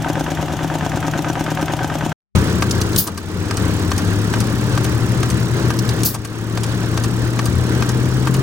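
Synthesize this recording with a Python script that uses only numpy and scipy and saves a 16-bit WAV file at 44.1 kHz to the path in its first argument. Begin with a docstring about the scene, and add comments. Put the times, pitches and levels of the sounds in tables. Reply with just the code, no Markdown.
"""Two old stationary engines on a grass show field, one after the other.
First a small upright engine clatters for two seconds: its tappet, exhaust and piston take turns, nine
cycles a second. After a short silence, far engines drone and a fast one runs off to the right. In front,
a hit-and-miss engine fires near 3 s and again near 6 s, with a sharp hiss that pushes the gain control
down. After each firing it coasts on its flywheels, the valve gear clacking ever more slowly."""
import sys
import numpy as np
from scipy import signal
from scipy.fft import rfft, irfft, next_fast_len
from scipy.io import wavfile
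from scipy.ndimage import uniform_filter1d, minimum_filter1d

SR = 44100
rng = np.random.default_rng(int(sys.argv[2]) if len(sys.argv) > 2 else 0)


def put_to_file(sound):
    """Save the sound as 16-bit audio at rate SR, in the file named by the first command-line argument."""
    columns = np.atleast_2d(sound).T  # one column per channel
    safe = np.clip(columns, -1, 1)
    whole_steps = np.round(safe * 32767)
    wavfile.write(sys.argv[1], SR, whole_steps.astype(np.int16))


N = 371322
TIME = np.arange(N) / SR
FFT_SIZE, BLOW_SIZE = next_fast_len(N + SR // 2), 2 ** 14
FREQS, BLOW_FREQS = np.fft.rfftfreq(FFT_SIZE, 1 / SR), np.fft.rfftfreq(BLOW_SIZE, 1 / SR)
FIRST_ENDS_S, SECOND_STARTS_S = 2.127, 2.351

# Tone colours. Each row: frequency in Hz, level in dB.
FIRST_FIELD_WASH = [(25, -15), (50, -10.5), (85, -1.5), (130, -3.5), (230, -6.5), (320, -6.5), (480, -17),
                    (750, -7), (1040, -18), (1520, -19), (2200, -25), (3200, -23.5), (4200, -32.5),
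                    (6500, -30), (10000, -40), (15000, -44)]  # the whole field, behind the upright engine
SECOND_FIELD_WASH = [(25, -17), (50, -11), (78, 4), (120, -5), (180, 3.5), (240, -8), (310, -4.5),
                     (420, -7), (650, -18), (1000, -15.5), (1650, -16), (2150, -23.5), (6000, -28),
                     (15000, -48)]  # and behind the hit-and-miss engine
FAST_EXHAUST = [(30, -32), (100, -7), (175, 6), (250, 5), (320, 0), (420, -3), (600, -21.5), (1500, -29),
                (5000, -29.5), (16000, -38.5)]
FAST_PUFF = [(1500, -20), (3000, -7), (6000, -1), (9300, 0), (11500, -8), (14000, -9), (15500, -2)]
FIRING_HISS = [(1500, -35), (3000, -14), (4800, -3), (7000, -7), (9500, -7), (11500, -1), (13000, 0),
               (16000, 0)]
SCATTERED_SHARE = [(100, -16), (600, -8.5), (1400, -5.5), (3000, -1), (15000, 3)]  # scattered sound compared with direct sound
LEFT_SHADE = [(200, 0), (700, 0), (1300, -1.5), (3200, -6.5), (6000, -1.5), (15000, -1)]  # how sound from the right is dulled on the left
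LEFT_OVER_RIGHT = [(60, 6), (110, 5), (200, 4.5), (380, 2), (700, 2.5), (1290, 1), (2380, 1), (4400, 0),
                   (8120, 1.0), (15000, 1.5)]  # the two microphone openings are unequal

# Two far engines. Each row: time in seconds, pitch in Hz, level in dB.
WANDERING_DRONE = [(2.35, 117, -27.5), (2.8, 120, -23), (3.15, 103.5, -32.5), (3.65, 108, -23.5),
                   (4.2, 103, -33.5), (5.0, 110, -23.5), (5.7, 118.6, -23), (6.15, 111.5, -21.5),
                   (7.9, 122.5, -19.5), (8.42, 132, -17)]
REVVING_DRONE = [(2.35, 84, -22), (2.7, 92.5, -28.5), (3.85, 89.5, -24.5), (4.299, 109, -21.5),
                 (4.7, 126, -23.5), (5.0, 121.3, -22), (5.3, 127, -23), (5.949, 124.2, -26),
                 (6.3, 112.3, -53)]  # climbs past the other, beats against it and fades
# A higher whine from further away. Each row: time in seconds, pitch in Hz.
FAR_WHINE = [(2.75, 325), (3.4, 308), (4.65, 294), (5.25, 322), (5.65, 331), (6.1, 312), (6.8, 322),
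             (8.42, 317)]
# The fast engine's speed. Each row: time in seconds, firings a second.
FAST_SPEED = [(2.35, 35.53), (5.8, 35.47), (7.07, 36.02), (8.42, 35.62)]

# Loudness over time. Each row: time in seconds, level in dB.
NEIGHBOUR_SWELL = [(2.5, 1.3), (5.3, 1.48), (7.0, -1), (7.7, 1), (8.42, 0)]  # the fast and far engines swell and ebb together
UPRIGHT_EFFORT = [(0, -21.5), (.53, -24.5), (.75, -23), (1.6, -21.5), (2.12, -23.5)]  # how hard the upright engine works
# Single events. Each row: start in seconds, level in dB.
FAR_BOOMS = [(2.352, -8.5), (7.53, 3.5)]
EXHAUST_THUDS = [(0.389, -13), (0.823, -10.5), (0.945, -9), (1.153, -12), (1.814, -12.5), (2.034, -14)]  # the upright engine fires hard

# The hit-and-miss engine fires. Each row: start in seconds, level in dB, wind-up since the last clack
# in seconds, that clack's level in dB, length of a cycle just after firing in seconds.
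FIRING_STROKES = [(2.962, 0.5, .340, -12.5, .4065), (6.034, -2, .331, -17, .401)]
# Before each firing the latch lets go and the igniter trips.
# Each row: share of the wind-up gone by, dB added to the firing's level, ringing pitch in Hz.
IGNITER_TRIPS = [(.26, -16.5, 5160), (.567, -17, 4730), (.908, -26, 4700)]

# The blows that one event sets off. Each row: delay in seconds, dB added to the event's level, low and
# high edge in Hz, rise and decay in seconds, rattle from 0 (one clean knock) to 1 (all rattle).
BOOM_PARTS = [(0.0034, -17, 100, 128.4, .01, .03, 0.14)]
THUD_PARTS = [(0.001, -2.5, 71, 171, .002, .005, .1)]
UPRIGHT_PARTS = [ (-.0245, -5, 2210, 14000, .0006, 0.0046, 0.8),
                 (-.024, -18.5, 670, 950, 0.0022, .008, 0.4), (0, 3.5, 1350, 1850, .002, .005, .3),
                 (0, -10, 796, 3000, 0.002, 0.006, 1), (.015, 3.5, 480, 590, .005, .009, .4),
                 (.015, -3.5, 640, 2500, 0.0055, 0.022, 1), (0.024, -1.5, 130, 300, 0.0018, 0.0059, 0.3),
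                 (.04, -3.5, 1300, 9000, 0.0053, 0.0075, 0.66), (.0535, 9, 280, 350, .001, .004, .03),
                 (.054, 8, 620, 1000, .0005, .002, .05), (.053, -1, 1384, 6940, 0.00091, 0.0035, 0.92)]  # tappet, valve gear, exhaust chuff, gear rattle, piston knock
CLACK_PARTS = [ (0, -3.5, 2100, 6400, 0.0017, 0.0047, 0.79), (0.0018, .3, 840, 1800, .0007, 0.007, .38),
               (0, -17, 12500, 13500, .001, .005, .5)]  # the cam meets the roller, the iron frame knocks, a faint ping
DROP_PARTS = [(0, -1.5, 4600, 10400, 0.0005, 0.0011, 0.78), (.003, -8, 870, 8800, 0.0013, 0.0073, 1)]  # the push rod drops on the governor latch
FIRING_PARTS = [ (0, -11, 3600, 14900, 0.00014, 0.0042, 0.67),
                (0.106, -14, 4640, 11300, 0.0064, 0.0083, 0.98), (.106, -16, 600, 1290, 0.012, 0.011, 0.96),
                (0.214, -14.5, 1200, 11200, 0.00057, 0.0083, .9)]  # ignition snaps, the exhaust opens and coughs, the latch catches

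# How the iron castings ring. Each row: pitch in Hz, width in Hz, level in dB.
UPRIGHT_RINGS = [(159, 15, 6), (295, 52, 10), (553, 42, 0.5), (727, 170, -1), (910, 78, -2.5),
                 (1216, 100, -5), (1517, 54, -0.5), (1630, 51, -24.5), (2750, 1700, -15.5),
                 (5630, 1300, -14), (6540, 330, -19.5), (8250, 340, -22), (12600, 5300, -20.5)]
HIT_AND_MISS_RINGS = [(744, 210, 3), (932, 100, 3.5), (1158, 130, 8), (1580, 45, 8.5), (1814, 54, 2),
                      (2370, 710, -4), (2950, 600, -6.5), (3680, 400, -14.5), (4500, 1150, -3.5),
                      (5900, 1400, -7), (8240, 1300, -6.5), (12700, 450, -10)]


def amp(db):
    """Turns decibels into a number to multiply by."""
    return 10 ** (np.asarray(db) / 20)


def unit_level(x):
    """Scales x to an average (rms) level of one."""
    return x / np.sqrt(np.mean(abs(x) ** 2) + 1e-20)


def curve(points):
    """Joins (seconds, value) points with straight lines."""
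    return np.interp(TIME, *np.transpose(points))


def tone_colour(points):
    """The gain at every frequency, from (Hz, dB) points."""
    hz, db = np.transpose(points)
    return amp(np.interp(np.log(FREQS + 1), np.log(hz + 1), db))


def filtered(x, response):
    """Gives each frequency in x its own gain."""
    return irfft(rfft(x, FFT_SIZE) * response, FFT_SIZE)[..., :N]


def noise(colour):
    """Noise at level one with the given tone colour."""
    return unit_level(filtered(rng.standard_normal(N), tone_colour(colour)))


def waver(hz):
    """A random wobble at level one, with little in it faster than hz."""
    steps = TIME[::128]
    smoothing = np.exp(-(np.fft.rfftfreq(len(steps), steps[1]) / hz) ** 2)
    wobble = irfft(rfft(rng.standard_normal(len(steps))) * smoothing, len(steps))
    return np.interp(TIME, steps, unit_level(wobble))


def ringing(rings):
    """How a body with these (Hz, width in Hz, dB) rings answers each frequency."""
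    f = BLOW_FREQS
    return sum(amp(db) * 1j * f * width / (hz ** 2 - f ** 2 + 1j * f * width) for hz, width, db in rings)


def strike(events, blows, body):
    """Each blow is a clean push plus a rattle; its hardness picks the band of the body that rings."""
    out, t = np.zeros(N + 2 * BLOW_SIZE), TIME[:BLOW_SIZE // 2]
    for delay, db, low_hz, high_hz, rise, decay, rattle in blows:
        envelope = burst(t, rise, decay)
        force = np.sqrt(rattle) * envelope * rng.standard_normal((len(events), len(t)))
        force[:, 0] += np.sqrt(1 - rattle) * np.linalg.norm(envelope)  # the clean push
        low, high = 1j * BLOW_FREQS / low_hz, 1j * BLOW_FREQS / high_hz
        band = low ** 2 / (1 + np.sqrt(2) * low + low ** 2) / (1 + np.sqrt(2) * high + high ** 2)
        sounds = irfft(rfft(force, BLOW_SIZE) * unit_level(band * body))
        for (start, event_db), sound in zip(events, sounds):
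            at = max(int((start + delay) * SR), 0)
            out[at:at + BLOW_SIZE] += amp(db + event_db) * sound
    return out[:N]


def burst(t, rise_s, decay_s):
    """A level that swells from t = 0 and dies away."""
    return np.clip(t / rise_s, 0, 1) * np.exp(-np.maximum(t - rise_s, 0) / decay_s)


def outdoors(x, scatter_db, left_lag_s=0):
    """Adds scatter off grass and ironwork; sound from the right reaches the left late and shaded."""
    share = tone_colour(SCATTERED_SHARE) * amp(scatter_db)
    scattered = filtered(x, share * np.exp(-2j * np.pi * FREQS * .002))  # 2 ms late
    slices = signal.stft(scattered, nperseg=256)[2]
    slices = slices * np.exp(2j * np.pi * rng.random((2, *slices.shape)))  # jumbled anew for each side
    stereo = x + np.std(scattered) * unit_level(signal.istft(slices)[1][:, :N])
    response = 1 / np.sqrt(1 + share ** 2)  # so the scatter adds no loudness
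    if left_lag_s:
        left = np.sqrt(tone_colour(LEFT_SHADE)) * np.exp(-1j * np.pi * FREQS * left_lag_s)
        response = response * np.array([left, 1 / left])
    return filtered(stereo, response)


def exhaust_hum(hz, overtones_db, flutter):
    """A far exhaust: one low note and weak overtones, a little unsteady in pitch and level."""
    turns = np.cumsum(hz * (1 + .0073 * waver(14.6))) / SR
    tone = sum(amp(db) * np.sin(2 * np.pi * k * turns) for k, db in enumerate([0] + overtones_db, 1))
    return unit_level(tone) * (1 + flutter * waver(13))


def far_engines(whine_db=-32.5):
    """The rumble of many engines, two wandering drones, a whine and two dull booms."""
    out = amp(-22.5) * noise(SECOND_FIELD_WASH) * amp(.88 * waver(9.9))
    whine = [(time, hz, whine_db) for time, hz in FAR_WHINE]
    for engine in (WANDERING_DRONE, REVVING_DRONE, whine):
        times, hz, db = np.transpose(engine)
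        hum = exhaust_hum(np.interp(TIME, times, hz), [-19, -20], flutter=.077)
        out += amp(np.interp(TIME, times, db)) * hum
    return out + strike(FAR_BOOMS, BOOM_PARTS, ringing([(84.6, 9, 0)]))


def fast_engine(unevenness=.14):
    """One exhaust pulse a turn, and a puff of hiss about half a turn later."""
    turns = .71 + np.cumsum(curve(FAST_SPEED) * (TIME > SECOND_STARTS_S)) / SR
    pulses = np.diff(np.floor(turns - .45), prepend=0.) * (1 + unevenness * waver(25))
    exhaust = unit_level(filtered(pulses, tone_colour(FAST_EXHAUST)))
    puffs = unit_level(np.exp(1.4 * np.cos(2 * np.pi * turns)))
    return amp(-30.5) * exhaust + amp(-39.5) * puffs * noise(FAST_PUFF)


def neighbours(surge_db=6, settle_s=.065):
    """The fast and far engines, off to the right: the level starts high and quickly settles, then they swell
    and ebb."""
    elapsed = np.maximum(TIME - SECOND_STARTS_S, 0)
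    level_db = curve(NEIGHBOUR_SWELL) + surge_db * np.exp(-elapsed / settle_s)
    engines = (fast_engine() + far_engines()) * amp(level_db)
    return outdoors(engines, scatter_db=2, left_lag_s=.00013)


def upright_engine(first_beat_s=.0462, cycle_s=.10907):
    """Tappet, exhaust and piston take turns at a steady speed, over two hums and the field's wash."""
    times = np.arange(first_beat_s, FIRST_ENDS_S, cycle_s)
    beats = np.column_stack([times, np.interp(times, *np.transpose(UPRIGHT_EFFORT))])
    clatter = strike(beats, UPRIGHT_PARTS, ringing(UPRIGHT_RINGS))
    thuds = strike(EXHAUST_THUDS, THUD_PARTS, ringing([(130, 100, 0)]))
    hums = amp(-27) * exhaust_hum(156.3, [-14], flutter=.089)
    hums += amp(-35) * exhaust_hum(118.4, [-15], flutter=.41)
    wash = amp(-26) * noise(FIRST_FIELD_WASH)
    return outdoors(clatter + thuds + hums + wash, scatter_db=-1)


def valve_gear(frame, clack_db=-16, drop_db=-13, first_clack_cycles=1.345, drop_cycles=.152):
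    """The cam lifts the push rod with a clack and the rod drops again, until the governor lets go."""
    releases = [(start - wind_up, db) for start, _, wind_up, db, _ in FIRING_STROKES]
    coast_ends = [time for time, _ in releases[1:]] + [N / SR]
    clacks, drops = [], []
    for (start, *_, cycle_s), end in zip(FIRING_STROKES, coast_ends):
        at, loss_db = start + first_clack_cycles * cycle_s, 0
        while at + drop_cycles * cycle_s < end:
            clacks.append((at, clack_db - loss_db))
            drops.append((at + drop_cycles * cycle_s, drop_db - loss_db))
            at += cycle_s
            cycle_s *= 1.038  # the flywheels slow, so each cycle is longer
            loss_db += .25  # and softer
    return strike(releases + clacks, CLACK_PARTS, frame) + strike(drops, DROP_PARTS, frame)


def igniter_clicks():
    """Three bright clicks lead up to each firing as the latch lets go and the igniter trips."""
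    out, click = np.zeros(N), [(0, 1, 920, 36000, .00017, .0054, .79)]  # one blow, as in the tables
    for share, trip_db, hz in IGNITER_TRIPS:
        trips = [(start - (1 - share) * wind_up, db + trip_db)
                 for start, db, wind_up, *_ in FIRING_STROKES]
        out += strike(trips, click, ringing([(hz, 2200, 0)]))
    return out


def gas_hiss(firings):
    """Gas hisses out under the pressure of each firing."""
    pressure = np.zeros(N)
    for start, db in firings:
        cut_off = np.interp(TIME - start, [.11, .135], [1, 0])
        pressure += amp(db) * cut_off * burst(TIME - start - .01, rise_s=.016, decay_s=.036)
    return amp(-6) * pressure * noise(FIRING_HISS)


def hit_and_miss_engine():
    """The valve gear and the firings knock the iron frame, and each firing hisses."""
    frame = ringing(HIT_AND_MISS_RINGS)
    firings = [(start, db) for start, db, *_ in FIRING_STROKES]
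    knocks = valve_gear(frame) + strike(firings, FIRING_PARTS, frame)
    return outdoors(knocks + igniter_clicks() + gas_hiss(firings), scatter_db=-1)


def scene():
    """The upright engine, a short silence, then the hit-and-miss engine among its neighbours."""
    second = neighbours() + hit_and_miss_engine()
    fade_out = np.clip((FIRST_ENDS_S - TIME) / .003 + 1, 0, 1)
    fade_in = np.clip((TIME - SECOND_STARTS_S) / .001, 0, 1)
    return upright_engine() * fade_out + second * fade_in


def gain_control(x, threshold_db=-31, slope=.43, attack_s=.044, hold_s=.15, recovery_db_per_s=20):
    """Loud top treble turns everything down quickly; the level waits, then slowly comes back."""
    treble = signal.sosfilt(signal.butter(4, 11000, "high", fs=SR, output="sos"), x.mean(0))
    treble_db = 10 * np.log10(abs(uniform_filter1d(treble ** 2, size=1000)) + 1e-12)
    over_db = np.maximum(treble_db - threshold_db, 0)
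    half_hold = int(hold_s * SR / 2)
    held_db = -minimum_filter1d(-slope * over_db, 2 * half_hold + 1, origin=half_hold)
    recovery_db = recovery_db_per_s * TIME
    cut_db = np.maximum.accumulate(held_db + recovery_db) - recovery_db
    smoothing = np.exp(-1 / (attack_s * SR))
    return x / amp(signal.lfilter([1 - smoothing], [1, -smoothing], cut_db))


def record(dry):
    """The microphone favours the left, the gain control acts, and sound above 16200 Hz is cut."""
    left = np.sqrt(tone_colour(LEFT_OVER_RIGHT))
    heard = gain_control(filtered(dry, np.array([left, 1 / left])))
    low_pass = signal.firwin(511, 16200, window=("kaiser", 9), fs=SR)
    return signal.oaconvolve(heard, low_pass[None], "same")


dry = scene()
out = record(dry)
put_to_file(out)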